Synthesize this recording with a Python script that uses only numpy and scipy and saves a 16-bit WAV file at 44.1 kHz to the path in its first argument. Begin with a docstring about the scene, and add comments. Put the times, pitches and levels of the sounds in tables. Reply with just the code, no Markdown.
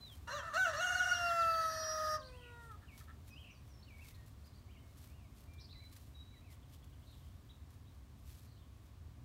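"""A rooster crows once near a plywood pen on a farm and trails off in a soft low moan and a few clucks.
His voice is a stream of pulses, shaped by his throat and beak and roughened by rushing air.
Behind him a songbird's falling whistles speed up; then turkey poults (chicks) and far birds chirp
faintly, each note a single tone. The poults rustle in the grass, over a low distant rumble."""
import sys
import numpy as np
from scipy import signal
from scipy.fft import rfft, irfft, next_fast_len
from scipy.io import wavfile
from scipy.ndimage import uniform_filter1d

SR = 44100
rng = np.random.default_rng(int(sys.argv[2]) if len(sys.argv) > 2 else 0)


def int16_out(signal):
    """Quantize to a 16-bit WAV file."""
    q = np.round(np.clip(np.atleast_2d(signal).T, -1, 1) * 32767)
    wavfile.write(sys.argv[1], SR, q.astype(np.int16))


N = 407484
TIME = np.arange(N) / SR


def from_db(db):
    """Turn decibels into a number to multiply a sound by."""
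    return 10 ** (np.asarray(db) / 20)


def rms_one(x):
    """Scale a sound so that its average power is one."""
    return x / np.sqrt(np.mean(x ** 2) + 1e-20)


def even(x):
    """Even out a sound, holding its power near one from moment to moment."""
    return x / np.sqrt(np.abs(uniform_filter1d(x * x, size=700)) + 1e-12)


def in_time(rows):
    """Join rows of (time_s, values...) with straight lines: one curve for each column of values."""
    times, *columns = np.transpose(rows)
    return [np.interp(TIME, np.sort(times), column) for column in columns]


def during(rows):
    """One between the first row's time and the last row's, zero outside, with soft edges."""
    return uniform_filter1d(1.0 * ((TIME > rows[0][0]) & (TIME < rows[-1][0])), size=300)


def colour(x, spectrum):
    """Make some frequencies louder and others softer, following rows of (frequency_hz, gain_db)."""
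    size = next_fast_len(N + 8192, True)
    size += size % 2
    hz, db = np.transpose(spectrum)
    log_hz = np.log(np.maximum(np.fft.rfftfreq(size, 1 / SR), 1))
    gain = from_db(np.interp(log_hz, np.log(np.sort(hz)), db))
    # make the filter ring only after a sound, never before it (minimum phase)
    cepstrum = irfft(np.log(gain))
    cepstrum[1:size // 2] *= 2
    cepstrum[size // 2 + 1:] = 0
    return irfft(rfft(x, size) * np.exp(rfft(cepstrum)))[:N]


def band(x, low_hz, high_hz):
    """Keep the part of a sound that lies between two frequencies."""
    edges_hz = [low_hz, min(high_hz, .45 * SR)]
    return signal.sosfilt(signal.butter(4, edges_hz, "band", fs=SR, output="sos"), x)


def drift(rate):
    """A smooth random wobble, about one in size, that turns roughly `rate` times a second."""
    pole = np.exp(-40 * np.pi * rate / SR)
    noise = rng.standard_normal(N // 20 + 2002)
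    slow = signal.lfilter([1], [1, -2 * pole, pole * pole], noise)[2000:]
    return np.interp(np.arange(N) / 20, np.arange(len(slow)), rms_one(slow))


def note(start, length, edge):
    """A note's sample positions, its progress from 0 to 1, and a swell that fades it in and out."""
    at = np.arange(max(int(start * SR), 0), min(int((start + length) * SR), N))
    progress = np.clip((at / SR - start) / length, 0, 1)
    ramp = np.minimum(np.minimum(progress, 1 - progress) / edge, 1)
    return at, progress, np.sin(np.pi / 2 * ramp)


def tone(hz):
    """A pure tone that follows a pitch."""
    return np.sin(2 * np.pi * np.cumsum(hz) / SR)


def background(rumble_db=-55.5):
    """A low far-off rumble and the faint hiss of open air, both made of shaped noise."""
    # tone of the rumble: frequency_hz, gain_db
    rumble_shape = [(13, -49), (22, -24), (29, -27.5), (41, -9), (60, -2), (75, 1.5), (91, -1.5), (114, -6),
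                    (141, -8), (168, -20), (196, -16.5), (278, -17), (320, -23.5), (450, -37), (580, -61),
                    (990, -120)]
    # tone of the open air: frequency_hz, gain_db
    air_shape = [(220, -23), (380, 1.5), (465, -2), (719, 0), (801, -5), (1130, -1), (1320, -7),
                 (2570, -11), (3910, -11.5), (4940, -14.5), (9340, -18), (10400, -21.5), (12700, -19.5),
                 (15600, -19)]
    # loudness of the open air: time_s, level_db
    air_level = [(0, -68), (3, -69), (6, -70), (9.2, -70.5)]
    rumble = from_db(rumble_db) * rms_one(colour(rng.standard_normal(N), rumble_shape))
    air = from_db(in_time(air_level)[0]) * rms_one(colour(rng.standard_normal(N), air_shape))
    return rumble + air


def grass(ticks_per_s=4000, snap_s=0.0083, snap_db=-11, rustle_db=1.0, stir_fall_db=14.5):
    """Blades brush in clumps of tiny ticks as the poults stir; now and then a stalk snaps."""
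    # poults stirring in the grass: loudest_s, length_s, relative_db
    stirs = [(0.13, 0.28, -62.5), (3, .12, -57.5), (3.289, 0.062, -61.5), (4.074, 0.24, -60),
             (4.283, 0.11, -65.5), (4.47, 0.13, -68), (5.077, 0.16, -64.5), (5.398, 0.16, -64),
             (5.982, 0.33, -63), (6.74, 0.11, -62), (7.206, 1, -71), (7.74, 0.11, -69),
             (8.309, 0.21, -60.5), (8.37, 0.25, -61.5), (8.86, .1, -70)]
    # stalks snapping underfoot: start_s, relative_db
    stalks = [(2.715, -49), (2.977, -42), (3.2767, -59), (4.0457, -46), (4.096, -48), (4.9766, -47.5),
              (5.04, -45.5), (5.5356, -48), (5.837, -55), (5.9266, -44.5), (5.9646, -41), (6.8426, -50),
              (7.705, -51)]
    # tone of the dry blades: frequency_hz, gain_db
    blade_shape = [(500, -13), (1500, -4), (4000, -1), (7000, -3), (9000, -3), (10500, -4), (12500, -1),
                   (16000, -8.5)]
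    ticks = rng.standard_normal(N) * (rng.random(N) < ticks_per_s / SR)
    ticks = rms_one(ticks * from_db(2.0 * drift(40)))
    stir = from_db(-86 + 10 * drift(4))  # faint shuffling between the stirs
    for loudest, length, db in stirs:
        away = np.minimum(2 * np.abs(TIME - loudest) / length, 10)
        stir = np.maximum(stir, from_db(db + rustle_db - stir_fall_db * away))
    snaps = np.zeros(N)
    for start, db in stalks:
        snaps[int(start * SR)] = from_db(db + snap_db)
    snaps = signal.lfilter([1], [1, -np.exp(-1 / (snap_s * SR))], snaps + 1e-18)  # each dies away fast
    return colour(stir * ticks + snaps * rng.standard_normal(N), blade_shape)


def songbird(start_s=.092, whistle_count=18, first_gap_s=.28, shortest_gap_s=.062, gap_shrink=.815,
             bottom_hz=3080, steepness=11.0, sag=.28, linger=.58, fade_db=8.0, flutter_db=1.5):
    """Pure whistles, ever faster, that each linger high, drop quickly and fade."""
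    # the song swells, climbs and fades: time_s, level_db, top_hz
    song = [(0, -55, 4090), (.4, -50.5, 4224), (1.15, -49.5, 4620), (1.55, -52, 5034), (2.05, -55, 4970),
            (2.3, -61, 4710)]
    db, top_hz = in_time(song)
    gaps = shortest_gap_s + (first_gap_s - shortest_gap_s) * gap_shrink ** np.arange(whistle_count)
    drop_times = start_s + np.cumsum(gaps) - gaps
    out = np.zeros(N)
    for drop, length in zip(drop_times, .53 * gaps):  # a whistle fills about half its gap
        at, progress, swell = note(drop - linger * length, length, edge=0.06)
        height = sag * (1 - progress) + (1 - sag) / (1 + np.exp(steepness * (progress - linger)))
        pitch = bottom_hz + (top_hz[at] - bottom_hz) * height
        out[at] += from_db(db[at] - fade_db * progress ** 2) * swell * tone(pitch)
    return out * from_db(flutter_db * drift(55))


def syllables(attack_s=0.01, release_s=0.047, voice_db=-40.5,
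              hoarse_drop=0.22, hoarse_rough=0.698, hoarse_rasp_db=-40.5, hoarse_loss_db=7):
    """Each part of the crow starts hoarse and low, breaks into its note and falls back."""
    # the parts of the crow:
    # start_s, note_from_s, note_to_s, end_s, pitch_hz, strength_db, roughness (0-1), rasp_db
    parts = [(0.271, 0.333, 0.38, 0.44, 594, -7.5, 0.55, -53),
             (0.425, .43, 0.49, 0.58, 658, -20, 0.81, -53.5),
             (0.533, .578, .642, .745, 753.3, 0, 0.13, -88),
             (0.727, .81, 2.17, 2.188, 721.7, -3, 0.09, -50)]
    pitch = np.full(N, 600.)
    level, rough, air = np.zeros((3, N))
    for start, note_from, note_to, end, hz, db, note_rough, rasp_db in parts:
        at = np.arange(int(start * SR), int(end * SR))
        t = TIME[at]
        hoarse = np.interp(t, [start, note_from, note_to, end], [1, 0, 0, 1]) ** .55
        swell = np.clip(np.minimum((t - start) / attack_s, (end - t) / release_s), 0, 1)
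        pitch[at] = hz * (1 - hoarse_drop * hoarse)
        rough[at] = note_rough + (hoarse_rough - note_rough) * hoarse
        level[at] += swell * from_db(voice_db + db - hoarse_loss_db * hoarse)
        air[at] += swell * ((1 - hoarse) * from_db(rasp_db) + hoarse * from_db(hoarse_rasp_db + db))
    return pitch, level, rough, air


def cycles(pitch, rough, jitter):
    """How far the voice box has got through its vibrations (the phase); hoarseness makes them uneven."""
    return 2 * np.pi * np.cumsum(pitch * (1 + jitter * rough * drift(211))) / SR


def voice_box(phase, throat, fade_db, recolour_db=lambda k: 0):
    """Pulses pass through the throat; on their way to the ear the upper overtones each swell and fade slowly,
    at random."""
    pulses = np.zeros(N)
    for k in range(1, 28):  # a tone at k times the pitch
        wander_db = fade_db * min(k / 8, 1) * drift(2.0) if k > 2 else 0
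        pulses += from_db(wander_db + recolour_db(k)) * np.cos(k * phase)
    return colour(pulses, throat)


def rasp(phase):
    """Rushing air, let out in a puff with each pulse of the voice."""
    # tone of the air swirling in the throat: frequency_hz, gain_db
    rasp_shape = [(350, -27.5), (620, -3), (880, -15.5), (1300, 7), (1550, -6.5), (1780, 8.5), (2250, -23),
                  (2850, -16), (3200, -19), (4000, -10.5), (5800, -27.5), (8000, -23), (16000, -37)]
    puffs = rng.standard_normal(N) * (1 + np.cos(phase))
    return rms_one(colour(puffs, rasp_shape))


def crow(warble_from_s=.81, warble_to_s=1.14, warble_hz=18.9, warble_depth=0.023, throb_db=8.0,
         sag_from_s=1.07, sag_share=.184, sag_time_s=.7, narrow_from_s=1.11, narrow_to_s=1.81):
    """Three short syllables, then a long note that warbles and sinks as the rooster's air runs out."""
    # how the windpipe and open beak shape the voice: frequency_hz, gain_db
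    throat = [(350, -22.5), (600, 2), (690, 0), (780, -6), (950, 3.5), (1250, 5.5), (1500, 13.5),
              (1850, -14), (2150, -9), (2450, -23), (2640, -6), (2770, 3.5), (2880, 0), (3020, -29.5),
              (3400, -16.5), (4550, -18), (5250, -24.5), (5680, -3), (5920, -13), (6400, -9), (7000, -22),
              (7400, -13), (8000, -31.5), (9300, -25.5), (9900, -43), (10900, -26.5), (16000, -31.5)]
    # how the tone changes once the beak has narrowed in the long note: frequency_hz, change_db
    narrowing = [(600, 4), (645, -10), (700, 5), (1300, 0), (1950, -10), (2550, -9.5), (3800, -5),
                 (4350, 0.5), (4600, 17), (5000, 12), (5300, 9.5), (5650, 0.5), (6300, -9), (7500, -13),
                 (9000, 6.5), (11000, 6.5), (15500, 0)]
    # loudness of the throat's main ring in the short syllables: time_s, level_db
    opening_level = [(0.27, -61), (0.278, -52), (0.376, -44.5), (0.382, -51), (0.522, -50), (0.592, -29.5),
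                     (0.634, -27.5), (0.686, -43.5), (0.73, -74)]
    # the same in the long note, before the warble's throb is added: time_s, level_db
    long_level = [(.75, -46), (.795, -44.5), (.812, -37), (1.12, -37.5), (1.19, -43), (1.25, -35),
                  (1.62, -38.5), (1.85, -49), (2.164, -42), (2.187, -60)]
    pitch, level, rough, air = syllables()
    warbling = during([(warble_from_s,), (warble_to_s,)])
    growth = np.interp(TIME, [warble_from_s, 0.95], [0.38, 1])  # the warble starts shallow and deepens
    warble = warbling * growth * np.cos(2 * np.pi * warble_hz * (TIME - .854))  # a crest at .854 s
    sunk = 1 - np.exp(-np.maximum(TIME - sag_from_s, 0) / sag_time_s)
    pitch = pitch * (1 - sag_share * sunk)
    phase = cycles(pitch * (1 + warble_depth * warble), rough + 0.22 * warbling, jitter=0.044)
    narrow = np.interp(TIME, [narrow_from_s, narrow_to_s], [0, 1])
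    hz, change_db = np.transpose(narrowing)
    voice = voice_box(phase, throat, fade_db=2.5,
                      recolour_db=lambda k: narrow * np.interp(k * pitch, np.sort(hz), change_db))
    low = from_db(2.5 + rough) * band(voice, 510, 930)  # a little louder when hoarse
    main_level = list(opening_level) + list(long_level)
    main_db = in_time(main_level)[0]
    # each rise of the warble carries an overtone into the main ring, so the loudness throbs
    main = during(main_level) * from_db(main_db + throb_db * warble) * even(band(voice, 850, 2150))
    top = from_db(-1.3) * band(voice, 2330, 7400)
    # the brassy edge grows with the force of the call and frays into hiss while the note warbles
    force_db = np.clip(main_db + 40, -20, 0)  # full once the main ring reaches -40 dB
    edge = from_db(0.37 * force_db) * band(voice, 8080, 18000)
    fray = from_db(-61) * warbling * rms_one(band(rasp(phase), 5900, 13000))
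    return main + level * (low + top + edge) + air * rasp(phase) + fray


def chirps(crest_width=.26, peep_arch=.26, trill_hz=95, trill_depth=.075, waver=.005, flutter_db=2.5):
    """Poults and far birds whistle thin, fluttering notes: chirps, peeps, trills and level tones."""
    # chirps that swing up to a crest and back:
    # start_s, length_s, crest_place (0-1), low_hz, crest_hz, level_db
    crested = [(2.28, .13, .8, 2476, 3210, -66), (2.87, .1, 0, 2240, 3060, -66.5),
               (3.299, .14, .75, 2514, 3265, -62), (3.298, 0.062, 0.06, 4920, 6100, -71),
               (3.498, 0.093, 0.24, 4540, 6000, -73), (3.68, 0.15, 0, 5400, 6100, -74),
               (3.866, .12, 0, 2266, 3050, -64.5), (3.98, .09, .5, 2100, 2690, -64.5),
               (4.08, .18, 0, 1866, 2260, -75), (4.678, .11, .45, 2050, 3220, -71),
               (4.765, .055, .65, 2800, 3160, -72), (5.06, .24, .44, 2120, 2870, -76),
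               (5.724, .075, 0, 2030, 2700, -69), (5.795, .055, .45, 2150, 2350, -67),
               (6.319, 0.068, .2, 1960, 2320, -73), (6.392, .17, .3, 2010, 2620, -74)]
    # the poults' short arched peeps: start_s, length_s, top_hz, level_db
    peeps = [(3.822, 0.032, 4480, -66.5), (4.14, 0.025, 4400, -64), (4.437, .06, 4990, -71),
             (4.529, 0.072, 4740, -71), (7.491, 0.0304, 3920, -63), (7.85, 0.07, 3940, -75.5),
             (8.567, 0.074, 3570, -74)]
    pips = [(6.525 + k * 0.1, 0.02, 3480, -71.5) for k in range(7)]  # one poult's quick run; same columns
    # buzzy trills: start_s, length_s, first_hz, last_hz, level_db
    trills = [(2.12, 0.066, 5970, 5200, -60), (2.226, 0.053, 3900, 4690, -57.5),
              (2.403, .11, 2756, 2596, -62), (3.435, 0.088, 2760, 2635, -61.5),
              (5.581, 0.045, 3520, 4400, -65), (5.594, 0.075, 5350, 4550, -62.5),
              (5.689, 0.047, 3520, 4440, -60), (7.054, .14, 4370, 3340, -71.5),
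              (7.196, 0.1, 3400, 3240, -76), (8.466, 0.13, 4330, 4130, -75.5)]
    # level, pure whistles: start_s, length_s, pitch_hz, level_db
    whistles = [(4.817, 0.093, 2170, -78), (5.47, 0.16, 2370, -73), (5.693, 0.19, 4003, -63),
                (6.143, .1, 3855, -61), (6.254, 0.16, 3920, -72.5)]
    out = np.zeros(N)
    unsteady, quaver = 1 + waver * drift(53), drift(105)

    def add(start, length, db, pitch):
        """Add one note; pitch(u, at) gives its pitch from its progress u (0-1) and sample positions."""
        at, u, swell = note(start, length, edge=0.17)
        out[at] += from_db(db) * swell * tone(pitch(u, at) * unsteady[at])

    for start, length, crest, low_hz, crest_hz, db in crested:
        add(start, length, db,
            lambda u, at: low_hz + (crest_hz - low_hz) * np.exp(-((u - crest) / crest_width) ** 2))
    for start, length, top_hz, db in list(peeps) + pips:
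        add(start, length, db,
            lambda u, at: top_hz * (1 - peep_arch * (2 * u - 1) ** 2 + 0.016 * quaver[at]))
    buzz = 1 + trill_depth * (np.sin(2 * np.pi * trill_hz * TIME) + .5 * quaver)
    for start, length, first_hz, last_hz, db in trills:
        add(start, length, db, lambda u, at: (first_hz + (last_hz - first_hz) * u) * buzz[at])
    for start, length, hz, db in whistles:
        add(start, length, db, lambda u, at: hz)
    return out * from_db(flutter_db * drift(79))


def moan_and_clucks(cluck_rasp_db=2.0):
    """With his beak nearly shut, the rooster ends on a soft low moan and three hoarse clucks."""
    # the sinking moan: time_s, pitch_hz, level_db
    moan = [(2.19, 547.7, -64), (2.21, 529.6, -57), (2.3, 507, -59), (2.43, 486.2, -65), (2.6, 470, -57.5),
            (2.69, 456.3, -58), (2.725, 422, -55.5), (2.76, 403, -68)]
    # short soft clucks: start_s, length_s, pitch_hz, relative_db
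    clucks = [(2.806, 0.062, 455, -70), (3.001, 0.023, 425.4, -66), (3.072, 0.048, 454, -64)]
    # how the throat and nearly shut beak shape the voice: frequency_hz, gain_db
    shut_beak = [(430, -5), (520, 6.5), (950, -3), (1300, 17.5), (1520, -2.5), (1850, 3), (2400, -45),
                 (3200, -25), (3800, -13), (4500, -52), (5400, -19), (6600, -35), (7400, -22.5),
                 (9300, -23), (12000, -49)]
    pitch, db = in_time(moan)
    moaning = from_db(db) * during(moan)
    rough, clucking = np.full(N, .08), np.zeros(N)
    for start, length, hz, cluck_db in clucks:
        at, _, swell = note(start, length, edge=0.4)
        pitch[at], rough[at] = hz, 1
        clucking[at] = from_db(cluck_db) * swell
    phase = cycles(pitch, rough, jitter=0.054)
    voice = even(voice_box(phase, shut_beak, fade_db=6.0))
    hoarse_voice = band(voice + from_db(cluck_rasp_db) * rasp(phase), 1220, 3900)
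    return moaning * voice + clucking * hoarse_voice


def boards(x):
    """The pen's boards and nearby walls add a few quick, quieter copies of a sound."""
    # the echoes: delay_s, gain_db
    echoes = [(.0031, -18), (.0083, -16.5), (.021, -33)]
    return x + sum(from_db(db) * np.interp(TIME - delay, TIME, x, left=0) for delay, db in echoes)


def yard(x, echo_db, fade_s, dull_hz):
    """Trees and sheds scatter sound back as a dull tail that dies by 60 dB in fade_s."""
    t = TIME[:SR]
    tail = rng.standard_normal(SR) * from_db(-60 * t / fade_s) * (1 - np.exp(-t / 0.0017))
    treble_cut = signal.butter(2, min(dull_hz, SR / 3), fs=SR, output="sos")
    tail = signal.sosfilt(treble_cut, tail / np.linalg.norm(tail))
    return x + from_db(echo_db) * signal.fftconvolve(x, tail)[:N]


def scene():
    """All the sounds heard from one spot, the same in both channels."""
    rooster = yard(boards(crow() + moan_and_clucks()), echo_db=-5.5, fade_s=0.24, dull_hz=3280)
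    song = yard(songbird(), echo_db=-10.5, fade_s=0.16, dull_hz=8100)
    chirping = yard(chirps(), echo_db=-4, fade_s=0.49, dull_hz=8400)
    return np.tile(rooster + song + chirping + grass() + background(), (2, 1))


def record(dry):
    """Cut away the very highest treble, above 15750 Hz."""
    return signal.sosfilt(signal.ellip(12, .1, 70, 15750, fs=SR, output="sos"), dry)


dry = scene()
out = record(dry)
int16_out(out)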